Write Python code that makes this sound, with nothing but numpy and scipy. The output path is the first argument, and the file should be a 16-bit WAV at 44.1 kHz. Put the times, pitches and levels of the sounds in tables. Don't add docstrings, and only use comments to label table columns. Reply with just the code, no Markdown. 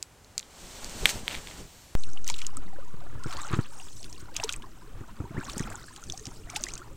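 import sys
import numpy as np
from scipy import signal
from scipy.fft import rfft, irfft, next_fast_len
from scipy.io import wavfile
from scipy.ndimage import map_coordinates

SR = 44100
rng = np.random.default_rng(int(sys.argv[2]) if len(sys.argv) > 2 else 0)


def transcribe(signal):
    frames = np.atleast_2d(signal).T
    limited = np.clip(frames, -1, 1)
    pcm = np.round(limited * 32767).astype(np.int16)
    wavfile.write(sys.argv[1], SR, pcm)


N = 306936
T = np.arange(N) / SR


def amp(db):
    return 10 ** (np.asarray(db) / 20)


def unit(x):
    return x / np.sqrt(np.mean(x ** 2) + 1e-20)


def crest(x):
    return x / (np.abs(x).max() + 1e-20)


def together(gains):
    return np.sqrt(sum(g ** 2 for g in gains))


def curves(rows):
    times, *columns = np.transpose(rows)
    return [np.interp(T, times, column) for column in columns]


def bell(s, width):
    return np.exp(-((T - s) / width) ** 2)


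def swells(rows):
    return sum(amp(db) * bell(s, width) for s, width, db in rows)


def envelope(s, hold, attack, release):
    return np.exp(np.minimum(T - s, 0) / attack - np.maximum(T - s - hold, 0) / release)


def wobble(rate):
    return map_coordinates(rng.standard_normal(int(N * rate / SR) + 4), [T * rate])


def eq(points, hz):
    freqs, db = np.transpose(points)
    return amp(np.interp(np.log(hz + 1), np.log(freqs), db))


def filtered(x, response):
    size = next_fast_len(N + 8192)
    return irfft(rfft(x, size) * response(np.fft.rfftfreq(size, 1 / SR)), size)[..., :N]


def coloured(x, points):
    return unit(filtered(x, lambda hz: eq(points, hz)))


def noise(points):
    return coloured(rng.standard_normal(N), points)


def burst(t, low_hz, high_hz, t60):
    edges = np.clip([low_hz, max(high_hz, 1.1 * low_hz)], [20, 30], [.4 * SR, .45 * SR])
    band = signal.butter(2, edges, "band", fs=SR, output="sos")
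    return crest(signal.sosfilt(band, rng.standard_normal(len(t)) * amp(-60 * t / t60)))


def ring(t, modes, attack_s, pitch=1):
    partials = sum(amp(db + rng.normal(0, 1.6) - 60 * t / t60) * np.sin(2 * np.pi * hz * pitch * t)
                   for hz, db, t60 in modes)
    return crest(partials * (1 - np.exp(-t / attack_s)))


def bubble(t, hz, t60, rise, attack):
    age = t / t60
    glide = 1 + rise * np.minimum(age, 2) * 0.66
    return np.sin(2 * np.pi * hz * t * glide) * amp(-60 * age) * (1 - np.exp(-t * hz / attack))


def swarm(rate, hz, spread, cycles, scatter_db, rise, size):
    when, radius, angle, life, strength = rng.random((int(rate * N / SR), 5, 1)).transpose(1, 0, 2)
    normal = np.sqrt(-2 * np.log(1 - radius)) * np.cos(2 * np.pi * angle)
    pitch = np.minimum(hz * np.exp(spread * normal), SR / 3)
    gain = amp(scatter_db * np.minimum(-np.log(1 - strength), np.pi))
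    grains = gain * bubble(np.arange(size) / SR, pitch, cycles * (.5 + life) / pitch, rise, cycles / 20)
    at = (when * N).astype(int) + np.arange(size)
    return unit(np.bincount(at.ravel(), grains.ravel(), N)[:N])


def add(track, s, sound):
    start = max(round(s * SR), 0)
    track[start:start + len(sound)] += sound[:max(N - start, 0)]


# f/Hz, level/dB
AIR_EQ = [(15, -54), (25, 0), (84, 5), (185, -3), (373, -6), (503, -7), (591, -7), (677, -8.5), (734, -8),
          (4370, -19), (7310, -18), (16000, -30.5)]
def air():
    return amp(-56) * noise(AIR_EQ)


# f/Hz, level/dB
RIVER_EQ = [(35, 1), (70, 3), (140, -3.5), (290, -7), (600, -16), (1200, -28), (2600, -20.5), (4500, -28.5),
            (8000, -24.5), (10500, -31.5), (16000, -31)]
def river():
    return amp(-54) * noise(RIVER_EQ)


# t/s, level/dB
SLIDE = [(.1, -79), (.47, -63.5), (.6, -54.5), (.82, -50.5), (.97, -48.5), (1.08, -43.5), (1.17, -46.5),
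         (1.235, -55), (1.33, -46.5), (1.44, -53.5), (1.6, -53), (1.69, -68.5)]
# f/Hz, level/dB
CLOTH_EQ = [(880, -35), (1500, -3.5), (4520, 3), (4900, -0.5), (5470, 2), (8090, 3), (10800, -12),
            (15200, -9.5), (16000, -37), (16500, -45)]
RUB_EQ = [(120, -39), (200, -4), (315, -8), (361, -4), (936, -5), (1270, -8), (2500, -14.5), (3250, -12.5),
          (5500, -120)]
RUMBLE_EQ = [(15, 0.5), (35, -1.5), (80, -13), (170, -12), (350, -19), (800, -28.5), (2000, -68)]
# t/s, half-width/s, level/dB
NUDGES = [(.69, 0.073, -45.5), (1.02, 0.04, -30.5), (1.168, 0.033, -33), (1.37, 0.034, -40),
          (1.61, 0.062, -40.5)]
# t/s, half-width/s, rasp level/dB, hiss level/dB
SCRAPES = [(1.073, 0.016, -40.5, -35.5), (1.098, 0.0094, -46, -28.5), (1.114, 0.011, -54, -37),
           (1.34, 0.037, -38.5, -57), (1.511, 0.022, -48, -57)]
def sleeve():
    slide_db, = curves(SLIDE)
    hiss = amp(slide_db + 3.5 + 0.58 * wobble(60)) * noise(CLOTH_EQ)
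    rub = amp(slide_db + 0.5 + 0.94 * wobble(40.6)) * noise(RUB_EQ)
    rumble_gain = together([amp(slide_db + 4), swells(NUDGES)])
    rumble = rumble_gain * unit(amp(5.2 * wobble(34.85)) * noise(RUMBLE_EQ))
    threads = swarm(rate=860, hz=2850, spread=0.17, cycles=5.2, scatter_db=3.5, rise=0, size=256)
    weave = noise(CLOTH_EQ)
    scrapes = sum(bell(s, width) * (amp(rasp_db) * threads + amp(weave_db) * weave)
                  for s, width, rasp_db, weave_db in SCRAPES)
    return hiss + rub + rumble + scrapes


# t/s, f/Hz, level/dB
WHIZZ = [(1.6, 15000, -75), (1.68, 14800, -62), (1.75, 14200, -60), (1.84, 12100, -64), (1.95, 8500, -64)]
# t/s, half-width/s, level/dB
LINE_HISS = [(1.75, .25, -56.5)]
def cast():
    hz, db = curves(WHIZZ)
    whizz = amp(db - 4) * wobble(2200) * np.sin(2 * np.pi * np.cumsum(hz) / SR)
    spool = amp(-68) * bell(1.8, .1) * wobble(420) * np.sin(2 * np.pi * 11750 * T)
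    return whizz * (T > WHIZZ[0][0]) + spool + swells(LINE_HISS) * noise(CLOTH_EQ)


# t/s, level/dB
TAPS = [(1.0566, 4), (1.06, -9.5), (1.0928, -13.5), (1.097, -30), (1.28, -9.5), (1.297, -27), (1.3268, -31),
        (1.3303, -26), (1.3512, -21), (1.4726, -24.5), (1.485, -33), (1.512, -33)]
# f/Hz, level/dB, t60/s
HOUSING_MODES = [(2390, 10, 0.0026), (3190, 14, 0.0021), (8100, -14, .007), (11100, -17, 0.0061),
                 (12500, -30, 0.012), (14100, -9, 0.0022)]
def taps():
    out, t = np.zeros(N), T[:SR // 30]
    for s, db in TAPS:
        body = ring(t, HOUSING_MODES, attack_s=0.0004)
        puff = amp(-21.5) * burst(t, 1160, 21000, t60=0.012)
        add(out, s, amp(db) * (body + puff))
    return out


# t/s, level/dB, pitch factor
BAIL_CLICKS = [(.027, -15.5, 1.01), (0.246, -39, 0.85), (0.3796, -9, 0.98), (0.3942, -20.5, 0.93),
               (0.3992, -28, 0.55), (.4095, -36, 0.99), (0.4287, -33, 0.47), (.845, -21, 0.96),
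               (0.8957, -28, 1.09)]
# f/Hz, level/dB, t60/s
REEL_MODES = [(2450, -7, 0.0074), (4340, -7, 0.0084), (4890, 7, 0.0051), (6680, 9, 0.0037),
              (7320, 11.5, 0.0035), (7800, -0.5, 0.0052), (7750, -32, 0.14), (9600, -10, 0.0049),
              (14640, -8, .004)]
def reel():
    out, t = np.zeros(N), T[:SR // 10]
    for s, db, pitch in BAIL_CLICKS:
        metal = ring(t, REEL_MODES, attack_s=0.00026, pitch=pitch)
        rattle = amp(-27.5) * burst(t, 1700, 10000, t60=0.094)
        add(out, s, amp(db) * (metal + rattle))
    return out


ROWING_START_S = 1.9522
def thump():
    age = np.maximum(T - ROWING_START_S, 0)
    return -amp(-15) * (T >= ROWING_START_S) * np.exp(-age / 0.94)


CALM_SPRAY_DB, CALM_CHURN_DB, CALM_WASH_DB = -69, -57.5, -63.5
# t/s, hold/s, spray level/dB, churn level/dB, wash level/dB
ENTRIES = [(2.276, .17, -55.5, -58, -56), (4.378, .1, -53, -48, -55), (6.517, .25, -55.5, -53, -53.5)]
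# t/s, hold/s, spray level/dB, churn level/dB, wash level/dB
LIFTS = [(3.281, .26, -50.5, -45.5, -54), (5.425, .3, -51, -47, -49)]
def strokes():
    spray, churn, wash = [amp(CALM_SPRAY_DB)], [amp(CALM_CHURN_DB)], [amp(CALM_WASH_DB)]
    lean_s, pull_s = 0.42, 1.3
    lag_s = 0.056
    for s, hold, spray_db, churn_db, wash_db in ENTRIES:
        entry = envelope(s, hold, attack=0.018, release=.05)
        push = envelope(s - lean_s, lean_s + pull_s, attack=0.042, release=0.042)
        spray.append(amp(spray_db) * entry)
        churn.append(amp(churn_db) * entry)
        wash.append(amp(wash_db) * push)
    for s, hold, spray_db, churn_db, wash_db in LIFTS:
        lift = envelope(s, hold, attack=.04, release=.07)
        runoff = envelope(s, hold=.92, attack=.04, release=.1)
        welling = envelope(s + lag_s, hold - lag_s, attack=0.11, release=.07)
        pile_up = envelope(s, hold, attack=0.41, release=0.086)
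        spray += [amp(spray_db) * lift, amp(spray_db - 8.5) * runoff]
        churn.append(amp(churn_db) * welling)
        wash.append(amp(wash_db) * pile_up)
    return together(spray), together(churn), together(wash)


# f/Hz, level/dB
SPRAY_EQ = [(1000, -2), (1800, -4), (2800, -1.5), (4500, 0.5), (6000, 1.5), (8000, 5.5), (10500, -5.5),
            (16000, -7)]
CHURN_EQ = [(250, -33), (450, -23.5), (800, -5), (1200, 9.5), (1600, 0.5), (2300, -5), (4000, -9),
            (8000, -50)]
WASH_EQ = [(15, 12.5), (35, 9), (70, -3), (115, 3), (200, -13), (330, -9.5), (700, -28), (2000, -76)]
def stirred_water(spray_gain, churn_gain, wash_gain):
    droplets = swarm(rate=900, hz=5485, spread=0.454, cycles=30, scatter_db=6, rise=0.094, size=768)
    spray = amp(1) * unit(amp(2.4 * wobble(45)) * coloured(droplets, SPRAY_EQ))
    spray += amp(-8 + 5.2 * wobble(70)) * noise(SPRAY_EQ)
    surge = amp(2.34 * wobble(12))
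    gurgle = swarm(rate=210, hz=1150, spread=.34, cycles=33, scatter_db=3.8, rise=0.17, size=4096)
    froth = swarm(rate=800, hz=1400, spread=0.48, cycles=16, scatter_db=5.8, rise=0.25, size=1024)
    torn = np.clip((20 * np.log10(churn_gain) + 56.5) / 16, 0, .7)
    churn = amp(-0.5) * (np.sqrt(1 - torn) * unit(surge * gurgle) + np.sqrt(torn) * froth)
    churn += amp(-7 + 6 * wobble(35)) * noise(CHURN_EQ)
    eddies = swarm(rate=50, hz=340.2, spread=0.306, cycles=27.5, scatter_db=5, rise=0.12, size=6144)
    wash = amp(6.5 + 4.3 * wobble(25)) * noise(WASH_EQ) + amp(-6) * eddies
    return spray_gain * spray + churn_gain * churn + wash_gain * wash


# t/s, half-width/s, level/dB
TRICKLES = [(2.03, 0.15, -53.5), (3.85, 0.13, -51), (4.043, 0.085, -53.5), (5.907, 0.063, -57),
            (6.2, 0.18, -54), (6.666, .12, -54.5)]
def trickle():
    tinkle = swarm(rate=1500, hz=7170, spread=0.19, cycles=62, scatter_db=5.5, rise=.07, size=768)
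    return unit(amp(3.1 * wobble(50)) * tinkle) * swells(TRICKLES)


# t/s, level/dB, starting f/Hz, upward glide amount
BUBBLES = [(2.3, -28.5, 2160, 0.18), (2.3, -29, 944, 0.044), (2.57, -35.5, 1220, 0.2),
           (2.571, -40, 259, 0.054), (2.73, -43.5, 730, 0.37), (2.785, -37.5, 543, 0.053),
           (3.244, -33.5, 1340, 0.19), (3.307, -36.5, 1275, .25), (3.386, -31, 1070, 0.16),
           (3.448, -33.5, 1310, .25), (4.399, -34, 666, 0.096), (4.433, -27.5, 900, 0.1),
           (4.443, -28.5, 430, 0.084), (4.492, -32, 1340, 0.34), (4.64, -37.5, 1010, 0.16),
           (5.252, -40, 895, 0.28), (5.365, -39.5, 1520, 1.3), (5.41, -35, 1480, 0.32),
           (5.483, -34.5, 1046, 0.46), (5.595, -33, 1790, 0.31), (5.671, -36, 1280, .19),
           (5.747, -37, 1330, .28), (5.882, -41, 1590, 0.31), (6.027, -41, 1317, .23),
           (6.135, -39.5, 710, 0.33), (6.496, -37.5, 2160, .25), (6.566, -32, 807, 0.21),
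           (6.667, -31, 1880, 0.21), (6.683, -39, 1920, 1.1), (6.817, -38, 1290, 0.35)]
def bubbles():
    out, t = np.zeros(N), T[:SR // 6]
    for s, db, hz, rise in BUBBLES:
        cycles = 19.3 + 71 * rise
        add(out, s, amp(db) * crest(bubble(t, hz, cycles / hz, rise, attack=1 + 6 * rise ** 2)))
    return out


# t/s, level/dB, nominal f/Hz
GULPS = [(2.94, -34, 164), (3.259, -23.5, 150), (3.508, -29.5, 193), (3.533, -17.5, 137), (3.566, -25, 217),
         (3.588, -13.5, 146), (4.225, -38, 116), (5.008, -30.5, 130), (5.201, -23.5, 111),
         (5.239, -32, 131), (5.307, -31, 170), (5.345, -31, 190), (5.366, -29, 243), (5.378, -21.5, 150),
         (5.39, -27, 237), (5.567, -26, 238), (5.603, -20.5, 179), (6.273, -32.5, 143)]
def gulps():
    out, t = np.zeros(N), T[:SR // 6]
    for s, db, hz in GULPS:
        pocket = -crest(bubble(t, 0.91 * hz, t60=4.24 / hz, rise=-0.33, attack=0.43))
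        slosh = burst(t, 232, 373, t60=0.054)
        slap = burst(t, 910, 1580, t60=0.074)
        add(out, s, amp(db) * (amp(-0.5) * pocket + amp(-7.5) * slosh + amp(-15.5) * slap))
    return out


# t/s, half-width/s, level/dB
DIPS = [(2.293, 0.025, -39), (2.39, 0.049, -49), (4.358, .016, -39.5), (4.44, 0.013, -38.5),
        (4.505, 0.015, -43.5), (6.567, 0.011, -38), (6.635, 0.034, -50)]
def dips():
    crackle = swarm(rate=2500, hz=4620, spread=0.53, cycles=11.5, scatter_db=9.5, rise=.1, size=384)
    return crackle * swells(DIPS)


def patter(spray_gain, count):
    when, strength, pitch, ringing = rng.random((count, 4)).T
    fallen = np.cumsum(np.maximum(spray_gain - amp(CALM_SPRAY_DB), 0))
    times = np.interp(when * fallen[-1], fallen, T)
    db = -35 + 8 * (strength - .5)
    hz = 6000 * 2 ** (1.1 * (pitch - .5))
    return list(zip(times, db, hz, np.sqrt(ringing)))


# t/s, level/dB, f/Hz, ring (0 flat slap to 1 clear plink)
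DROPS = [(2.0363, -26.5, 4080, 0.8), (2.1333, -35, 6200, 0.71), (2.174, -32.5, 2920, 0.86),
         (2.2443, -29, 6100, 0.69), (2.2776, -18, 6040, 0.68), (2.2883, -21, 3730, .1),
         (2.2994, -15, 5330, .1), (2.305, -30, 5570, .1), (2.3411, -21.5, 3800, .5),
         (2.3882, -27, 4200, 0.23), (2.4165, -21, 3260, .2), (2.4479, -32, 2940, 0.57),
         (2.4666, -19, 6780, 0.58), (2.5699, -25, 8000, 0.69), (3.2364, -30, 5100, .2),
         (3.3264, -26, 3850, 0.38), (3.3684, -24.5, 4320, 0.45), (3.8, -37, 2770, .95),
         (4.0293, -31, 5300, .3), (4.043, -28.5, 4400, 0.56), (4.1276, -28.5, 5360, 0.54),
         (4.365, -15, 5300, .05), (4.3993, -21.5, 2620, 0.6), (4.4377, -17, 5500, 0.79),
         (4.442, -19.5, 5000, .1), (4.492, -13, 3420, 0.25), (4.5249, -21.5, 6160, 0.4),
         (4.534, -24.5, 6800, .4), (4.54, -26.5, 2480, 0.75), (4.622, -31, 2870, 0.23),
         (5.497, -21.5, 3820, 0.39), (5.58, -22, 7940, .3), (5.595, -25.5, 6370, .3),
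         (5.9618, -28, 5370, 0.19), (6.038, -28.5, 6300, 0.31), (6.099, -25, 3540, 0.95),
         (6.1003, -28.5, 5900, .95), (6.1225, -25, 5850, 0.83), (6.1763, -26.5, 5800, 0.58),
         (6.1954, -32, 6340, .5), (6.255, -26, 5670, 0.56), (6.2678, -27, 5130, .3),
         (6.5, -26.5, 6080, 0.37), (6.561, -15.5, 3760, 0.31), (6.5652, -19, 7060, 0.4),
         (6.6378, -16, 6100, 0.45), (6.686, -26, 6240, 0.4), (6.7374, -24.5, 6400, 0.7),
         (6.7778, -28, 6070, 0.18)]
def drops(spray_gain):
    out, t = np.zeros(N), T[:SR // 12]
    for s, db, hz, ringing in DROPS + patter(spray_gain, count=14):
        crack = crest(burst(t, .5 * hz, 1.28 * hz, t60=0.0097) * (1 - np.exp(-t / 0.00063)))
        spatter = burst(t, 1200, 8800, t60=0.054)
        slap = amp(-2.5) * crack + amp(-16.5) * spatter
        plink = amp(1) * crest(bubble(t, hz, t60=25 / hz, rise=0.025, attack=1.2))
        add(out, s, amp(db) * (np.sqrt(1 - ringing) * slap + ringing * plink))
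        lead_in = burst(t, 0.16 * hz, 0.97 * hz, t60=.016)[::-1]
        add(out, s - t[-1], amp(db - 23) * (1 - ringing) * lead_in)
        for delay, detune in rng.random((3, 2)):
            tiny_hz = hz * 2 ** (1.3 * detune - .8)
            tiny = crest(bubble(t, tiny_hz, t60=50 / tiny_hz, rise=0.27, attack=1.7))
            add(out, s + 0.0073 * delay, amp(db - 21.5) * tiny)
    return out


# f/Hz, level/dB
PRESENCE_EQ = [(1500, -8), (2900, 2), (4500, -2.5), (6200, 3.5), (8000, 6), (10000, -0.5), (15000, 2.5)]
def splashes(spray_gain):
    return filtered(drops(spray_gain) + dips(), lambda hz: eq(PRESENCE_EQ, hz))


# f/Hz, level/dB
SIDE_EQ = [(60, -34), (300, -44), (1000, -42), (3300, -47), (4400, -14), (8000, -15), (15000, -2)]
def stereo(mid):
    phase_shifted = filtered(mid, lambda hz: 1j * amp(-15) * eq(SIDE_EQ, hz))
    hiss = noise([(30, 22.5), (300, 3.5), (2000, -11), (5000, -3.5), (8000, -1.5), (16000, 0)])
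    side = phase_shifted + amp(-69.5) * hiss
    return np.array([mid + side, mid - side])


def scene():
    fishing = reel() + taps() + sleeve() + cast() + air()
    spray, churn, wash = strokes()
    rowing = splashes(spray) + trickle() + bubbles() + gulps() + stirred_water(spray, churn, wash)
    rowing += river()
    return stereo(np.where(T >= ROWING_START_S, rowing, fishing)) + thump()


def record(dry):
    return filtered(np.clip(dry, -1, 1), lambda hz: hz < 16000)


dry = scene()
out = record(dry)
transcribe(out)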